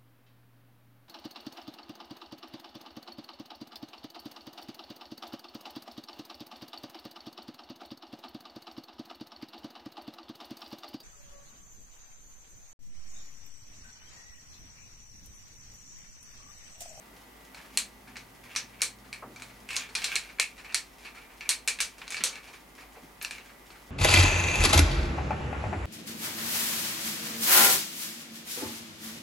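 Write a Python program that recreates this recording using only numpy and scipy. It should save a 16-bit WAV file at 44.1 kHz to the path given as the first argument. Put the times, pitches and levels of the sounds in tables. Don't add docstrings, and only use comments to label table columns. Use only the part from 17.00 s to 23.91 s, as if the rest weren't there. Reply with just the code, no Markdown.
import sys
import numpy as np
from scipy import signal
from scipy.fft import rfft, irfft, next_fast_len
from scipy.io import wavfile
from scipy.ndimage import map_coordinates

SR = 44100
rng = np.random.default_rng(int(sys.argv[2]) if len(sys.argv) > 2 else 0)


def undo_db(level):
    steps = np.asarray(level, float) / 20
    return 10 ** steps


def to_wav(sig):
    pcm = np.clip(np.atleast_2d(sig), -1, 1) * 32767
    pcm = np.round(pcm).astype(np.int16)
    wavfile.write(sys.argv[1], SR, pcm.T)


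N = 304593

# (pitch [Hz], level [dB], width [Hz])
HOUSING = [(1765, -5, 275), (2287, 2.5, 190), (2500, -1.5, 480)]


def unit(x):
    return x / np.sqrt(np.mean(x ** 2) + 1e-20)


def along(points, hz):
    f, v = np.transpose(points)
    return np.interp(np.log(hz + 1), np.log(f + 1), v)


def curves(rows):
    s, *cols = np.transpose(rows)
    return [np.interp(np.arange(N) / SR, s, c) for c in cols]


def wobble(rate):
    knots = rng.standard_normal(int(N * rate / SR) + 4)
    return map_coordinates(knots, [np.arange(N) * rate / SR])


def filtered(x, response):
    m = next_fast_len(N + 8192)
    return irfft(rfft(x, m) * response(np.fft.rfftfreq(m, 1 / SR)), m)[..., :N]


def band(x, low_hz, high_hz):
    sos = signal.butter(3, [low_hz, min(high_hz, .45 * SR)], "bandpass", fs=SR, output="sos")
    return signal.sosfilt(sos, x)


def resonance(hz, width_hz):
    return lambda f: 1j * f * width_hz / (hz * hz - f * f + 1j * f * width_hz)


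def rush(gain, alike):
    def mid_side(hz):
        turn = np.arccos(np.clip(along(alike, hz), -1, 1)) / 2
        return gain(hz) * [np.cos(turn), np.sin(turn)]

    mid, side = filtered(rng.standard_normal((2, N)), mid_side)
    return unit(np.array([mid + side, mid - side]))


def background():
    # (pitch [Hz], rms level [dB])
    whines = [(258.4, -69.5), (753.7, -71.5), (839.8, -78), (904.4, -69.5), (1184, -71.5), (1960, -68.5),
              (2110, -71.5)]
    # (pitch [Hz], rms level [dB])
    hum = [(52.5, -63.5)]
    # (frequency [Hz], level per Hz [dB])
    hiss_colour = [(25, -27), (40, 0), (75, -12), (205, -4.5), (360, -4.5), (500, -7.5), (900, -6.5),
                   (1500, -11), (2000, -10.5), (4080, -20.5), (8000, -23.5), (11500, -22), (14000, -22.5),
                   (15800, -24.5)]
    # (frequency [Hz], correlation [1])
    likeness = [(60, 0.93), (180, 0.88), (550, 0.3), (1650, 0.029), (4970, 0.084), (15000, 0.87)]
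    t = np.arange(N) / SR
    tones = np.zeros(N)
    for hz, db in whines + hum:
        unsteady_time = t + 0.00217 * np.cumsum(wobble(5)) / SR
        tones += undo_db(db + 2.5 + wobble(7.7)) * np.sin(2 * np.pi * hz * unsteady_time)
    hiss = rush(lambda f: undo_db(along(hiss_colour, f)), likeness)
    return tones + undo_db(-54 + 0.07 * wobble(2.0)) * hiss


def engine():
    # (time [s], firing pitch [Hz], tone level [dB])
    drone = [
        (0.5, 120.2, -82),
        (0.8, 113, -72),
        (1.14, 117.3, -59),
        (1.6, 115, -60.5),
        (2.3, 121.2, -55.5),
        (2.7, 110.2, -60.5),
        (3.1, 112, -67),
    ]
    firing_hz, tone_db = curves(drone)
    t = np.arange(N) / SR
    passing = np.interp(t, [.3, .7, 2.95, 3.3], [0, 1, 1, 0])
    tone = undo_db(tone_db - 3 + 0.96 * wobble(7.55)) * np.sin(2 * np.pi * np.cumsum(firing_hz) / SR)
    low, high = resonance(205, 30), resonance(255, 35)
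    rumble = rush(lambda f: np.abs(low(f)) ** 2 + np.abs(high(f)) ** 2, [(200, 0.94)])
    rumble_db = -60.5 - (t - drone[0][0])
    return passing * (tone + undo_db(rumble_db) * rumble)


def bumps():
    # (time [s], peak level [dB], pitch [Hz], t60 [s])
    table_bumps = [(2.223, -43.5, 614, 0.2), (2.243, -42, 256, 0.053), (2.261, -49.5, 184, 0.3),
                   (2.298, -52, 272, 0.093), (3.394, -33.5, 514, 0.054), (5.016, -39, 1370, 0.085),
                   (5.201, -45, 197, 0.14), (5.207, -39.5, 1500, 0.18), (5.497, -50, 460, 0.076),
                   (5.951, -56, 790, 0.12), (5.967, -49, 434, 0.11), (6.02, -47, 150, 0.14),
                   (6.235, -66, 1170, 0.13), (6.511, -63, 264, 0.095), (6.888, -68, 266, 0.084)]
    out, t = np.zeros(N + SR), np.arange(SR // 3) / SR
    for s, db, hz, t60 in table_bumps:
        wood = unit(band(rng.standard_normal(len(t)), 0.77 * hz, 2.23 * hz))
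        onset = 1 - np.exp(-t * hz / 1.12)
        out[round(s * SR):][:len(t)] += undo_db(db + 4.5 - 60 * t / t60) * onset * wood
    return out[:N]


def tails(count, alike=0.72):
    # (frequency [Hz], t60 [s])
    room_decay = [(500, 0.37), (1320, 0.23), (3480, 0.21), (9190, 0.18)]
    hz, t, z = signal.stft(rng.standard_normal((count, 2, SR // 3)), SR, nperseg=128)
    fade = undo_db(-60 * t / along(room_decay, hz)[:, None])
    noise = signal.istft(z * fade, SR, nperseg=128)[1]
    noise *= 1 - np.exp(-np.arange(noise.shape[-1]) / SR / 0.004)
    left = noise[:, 0]
    right = alike * left + np.sqrt(1 - alike ** 2) * noise[:, 1]
    return np.stack([left, right], axis=1) / np.linalg.norm(left, axis=1)[:, None, None]


def rubbing():
    # (middle [s], length [s], housing level [dB], grit against housing [dB])
    strokes = [(0.647, 0.63, -65, -11), (1.1, 0.11, -73, -25), (1.544, 0.27, -44, -21),
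               (1.775, 0.19, -45, -36), (2.771, 0.23, -35, -31), (3.06, 0.23, -32, -22),
               (3.258, 0.25, -45.5, -16), (3.64, 0.69, -57.5, -14), (4.019, 0.15, -60.5, 0),
               (4.17, 0.44, -51, -45), (4.45, 0.15, -48.5, -25), (4.817, 0.27, -58, -4),
               (5.1, 0.44, -48, -29), (5.405, 0.63, -54.5, -11.5), (6.347, 0.35, -51.5, -34)]
    # (frequency [Hz], level per Hz [dB])
    grit_colour = [(2000, -6), (3000, -1.5), (4300, -3), (5200, -3), (7100, -6), (9300, -10.5),
                   (11500, -6.5), (15500, -48)]
    middle, length, db, grit_db = (c[:, None] for c in np.transpose(strokes))
    swell = np.cos(np.pi * np.clip((np.arange(N) / SR - middle) / length, -.5, .5)) ** 2
    swell = swell ** (1.55 / 2)
    housing = undo_db(-78) + np.sum(undo_db(db) * swell, axis=0)
    gritty = undo_db(-65) + np.sum(undo_db(db + grit_db) * swell, axis=0)
    catches = rng.standard_normal(N) * (rng.random(N) < 800 / SR)
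    catches *= undo_db(5 * wobble(60))
    body = filtered(catches, lambda f: sum(undo_db(level) * resonance(hz, width)(f)
                                           for hz, level, width in HOUSING))
    grit = filtered(catches, lambda f: undo_db(along(grit_colour, f)))
    direct = undo_db(-9) * housing * unit(body) + undo_db(-3) * gritty * unit(grit)
    return direct + undo_db(3) * signal.fftconvolve(direct[None], tails(count=1)[0], axes=1)[:, :N]


def chatter(count):
    t = np.arange(400) / SR
    rattle = rng.standard_normal((count, 1, len(t))) * np.exp(-t / 0.0024)
    return undo_db(3.5) * rattle / np.linalg.norm(rattle, axis=2, keepdims=True)


def in_room(times, clean, room_db):
    # (delay [s], level [dB])
    near_surfaces = [(.0014, -2), (.0045, -8.5), (.006, -7.5), (.0085, -25), (.013, -23)]
    space = undo_db(room_db)[:, :, None] * tails(len(times))
    space[:, :, 0] += 1
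    rattle = chatter(len(times))
    space[:, :, :rattle.shape[2]] += rattle
    scatter = rng.standard_normal((len(times), len(near_surfaces), 3))
    for k, (delay, db) in enumerate(near_surfaces):
        space[:, :, round(delay * SR)] += undo_db(db + 2 * scatter[:, k, :1] + scatter[:, k, 1:])
    out = np.zeros((2, N + SR))
    for start, sound in zip(times, signal.fftconvolve(clean[:, None], space, axes=2)):
        out[:, round(start * SR):][:, :sound.shape[1]] += sound
    return out[:, :N]


def sparks():
    # (time [s], peak level [dB], room answer [dB])
    glances = [
        (2.7656, -43, -4),
        (3.0425, -39, -6),
        (3.7449, -37, -6),
        (4.4912, -27, -4),
        (4.804, -44.5, -11),
        (5.238, -48, -11),
        (6.2248, -13, 0),
    ]
    s, peak_db, room_db = (c[:, None] for c in np.transpose(glances))
    tick = band(np.eye(1, 256), 9700, 14000)
    return in_room(s[:, 0], undo_db(peak_db + 1) * tick, room_db)


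def family(modes, count, hz):
    centre, db, width = (c[None, :, None] for c in np.transpose(modes))
    chance = rng.standard_normal((count, 2, len(modes), 1))
    each = np.abs(resonance(centre * (1 + chance[:, 1] / 45), width)(hz)) ** 4
    power = np.sum(undo_db(2 * (db + 2 * chance[:, 0])) * each, axis=1)
    return power / power.sum(axis=1, keepdims=True)


def causal(power):
    cepstrum = irfft(np.log(power + 1e-12 * power.max(axis=1, keepdims=True)) / 2)
    half = cepstrum.shape[1] // 2
    cepstrum[:, 1:half] *= 2
    cepstrum[:, half + 1:] = 0
    return irfft(np.exp(rfft(cepstrum)))[:, :half]


def clicks():
    # (pitch [Hz], level [dB], width [Hz])
    knock = [(464, 12, 140), (800, -13, 580), (1406, 17.5, 1680)]
    steel = [(3000, -5.5, 3800), (4290, -13, 3900), (5690, -3.5, 1300)]
    bright = [(6540, 26, 1100), (8200, 31, 4100), (9700, 2, 840), (12200, -37, 860)]
    long_pin = [(4240, 1, 850), (7200, -9, 1100), (9000, -10, 1100)]
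    short_pin = [(4280, 5, 1600), (6320, 4, 1100), (8100, -8.5, 2400)]
    # (time [s], peak of the 3-6 kHz ring [dB],
    # housing ring against peak [dB], bright ring against peak [dB], room answer [dB])
    long_snaps = [(0.7733, -10, -14.5, -1, -2), (1.5515, -30, -5, -15, -6), (1.8075, -34, -2, -20, -10),
                  (1.8185, -11, -13.5, -1.5, 0), (2.952, -16, -9, -9, -1.5), (2.956, -19.5, -19, -15, 1),
                  (3.043, -12.5, -16, -8.5, -0.5), (3.156, -11.5, -18, -5.5, -2.5),
                  (3.1625, -17.5, -3, -14, -5), (3.3984, -11, -2, -2, -2), (3.4281, -21, -13, -11, -8),
                  (3.7453, -9, -13, -5.5, -2), (4.4915, -9, -30, -1.5, 0.5), (4.6759, -14, -6, -2, 1.5),
                  (5.0794, -25.5, -13.5, -19.5, -5), (5.168, -23, -9, -22, 3),
                  (6.248, -20.5, -9.5, -12, -4.5), (6.3096, -27, -3, -7, -1.5)]
    # (time [s], peak [dB], housing ring [dB], bright ring [dB])
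    ticks = [(0.5463, -37.5, -8, -11), (1.1573, -37.5, 3, -23), (2.1287, -29.5, -2, -6),
             (2.361, -37, -6, -17), (2.3988, -39.5, -11, -9), (2.4212, -32.5, -6.5, -6),
             (2.6893, -35, 3.5, -4), (2.706, -27, -1.5, -9), (2.7305, -34.5, -1, -1.5),
             (2.7472, -37, 0, -15), (2.7582, -32, -3, 4.5), (3.019, -26, -17, -15), (3.026, -31, -25, -12),
             (3.3857, -42.5, 9, -24), (3.7246, -34.5, -14, -14), (4.4086, -33.5, 2.5, -33),
             (4.7886, -26, 2, -19), (5.016, -39, -9, -22), (4.5124, -21.5, -4.5, -19),
             (5.0695, -40, -9, -25), (5.1125, -37, -10, -13), (5.1449, -29.5, 1.5, -3),
             (5.2063, -34, 2, -12), (5.3563, -33, 0.5, -14), (6.2139, -30.5, -4.5, -25),
             (6.2274, -31.5, -10, -4), (6.3825, -40, -2, -18), (6.3992, -49, -24, -21),
             (6.704, -41, -9, -23), (6.717, -54, 2, 3)]
    # (time [s], peak [dB], housing ring [dB])
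    touches = [(0.5709, -48, -2), (0.591, -56, 3), (0.644, -55, -14), (1.0733, -55, 1.5), (1.4583, -59, 1),
               (2.0456, -52, -18), (2.497, -54.5, 1), (2.8906, -44, -18), (3.2913, -45, -2),
               (3.5793, -41.5, -6), (3.6462, -44, 1.5), (3.656, -53, -7), (3.6943, -48.5, 8.5),
               (4.049, -40, 0), (4.0746, -46, -15), (4.149, -47, -5), (4.1738, -50.5, 0), (4.298, -60, 3),
               (4.4543, -51, 9), (5.3271, -41, -0.5), (5.3757, -46, -17), (5.4749, -45, -9),
               (5.5314, -47, -5), (5.7796, -48, 1.5), (5.82, -54, 1), (5.959, -60.5, 5.5), (6.386, -61, -5),
               (6.494, -54, -8), (6.547, -72, -13), (6.7521, -54, -8)]
    # (time [s], peak [dB], housing ring [dB], bright ring [dB], room answer [dB])
    short_snaps = [
        (1.1687, -28.5, -23, -24, -2),
        (1.5614, -13, -13, -15, 0),
        (2.7653, -14.5, -27, -11, 0),
        (4.6836, -12.5, -17, -5.5, -5),
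        (4.804, -11.5, -14.5, -4, 2),
        (4.9828, -39.5, -11, -6, 2),
        (5.1049, -26.5, -9, -2.5, 1),
        (5.1224, -24.5, -8.5, -11, 1.5),
        (5.238, -9.5, -34, -2, -0.5),
        (5.263, -23.5, -40, -20, 6.5),
    ]
    rows = long_snaps + [(*tick, -0.5) for tick in ticks]
    rows += [(*touch, -13.5, 7) for touch in touches] + short_snaps
    s, peak_db, housing_db, bright_db, room_db = (c[:, None] for c in np.transpose(rows))
    knock_db = -12 - 0.55 * (peak_db + 12.5)
    n, hz = len(s), np.fft.rfftfreq(2048, 1 / SR)
    power = (undo_db(2 * knock_db) + undo_db(2 * -19)) * family(knock, n, hz)
    power += undo_db(2 * (housing_db + 9.5)) * family(HOUSING, n, hz)
    power += family(steel, n, hz)
    power += undo_db(2 * (bright_db + 6)) * family(bright, n, hz)
    short = len(short_snaps)
    power += np.vstack([family(long_pin, n - short, hz), family(short_pin, short, hz)])
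    power /= 1 + (hz / 11500) ** 8
    return in_room(s[:, 0], undo_db(peak_db + 32.5) * causal(power), room_db + 8)


def scene():
    return background() + engine() + bumps() + rubbing() + sparks() + clicks()


def top_cut(x):
    return signal.sosfilt(signal.butter(12, 16650, fs=SR, output="sos"), x)


def record(dry):
    memory = np.exp(-1 / (.25 * SR))
    loudness = signal.lfilter([1 - memory], [1, -memory], np.mean(dry ** 2, axis=0))
    gain = (1 + loudness / undo_db(2 * -38)) ** -.15
    bass = filtered(dry, lambda hz: 1 / (1 + (hz / 300) ** 2))
    mix = filtered(bass + (dry - bass) * gain, lambda hz: hz < 15900)
    return top_cut(mix)


dry = scene()
out = record(dry)
to_wav(out)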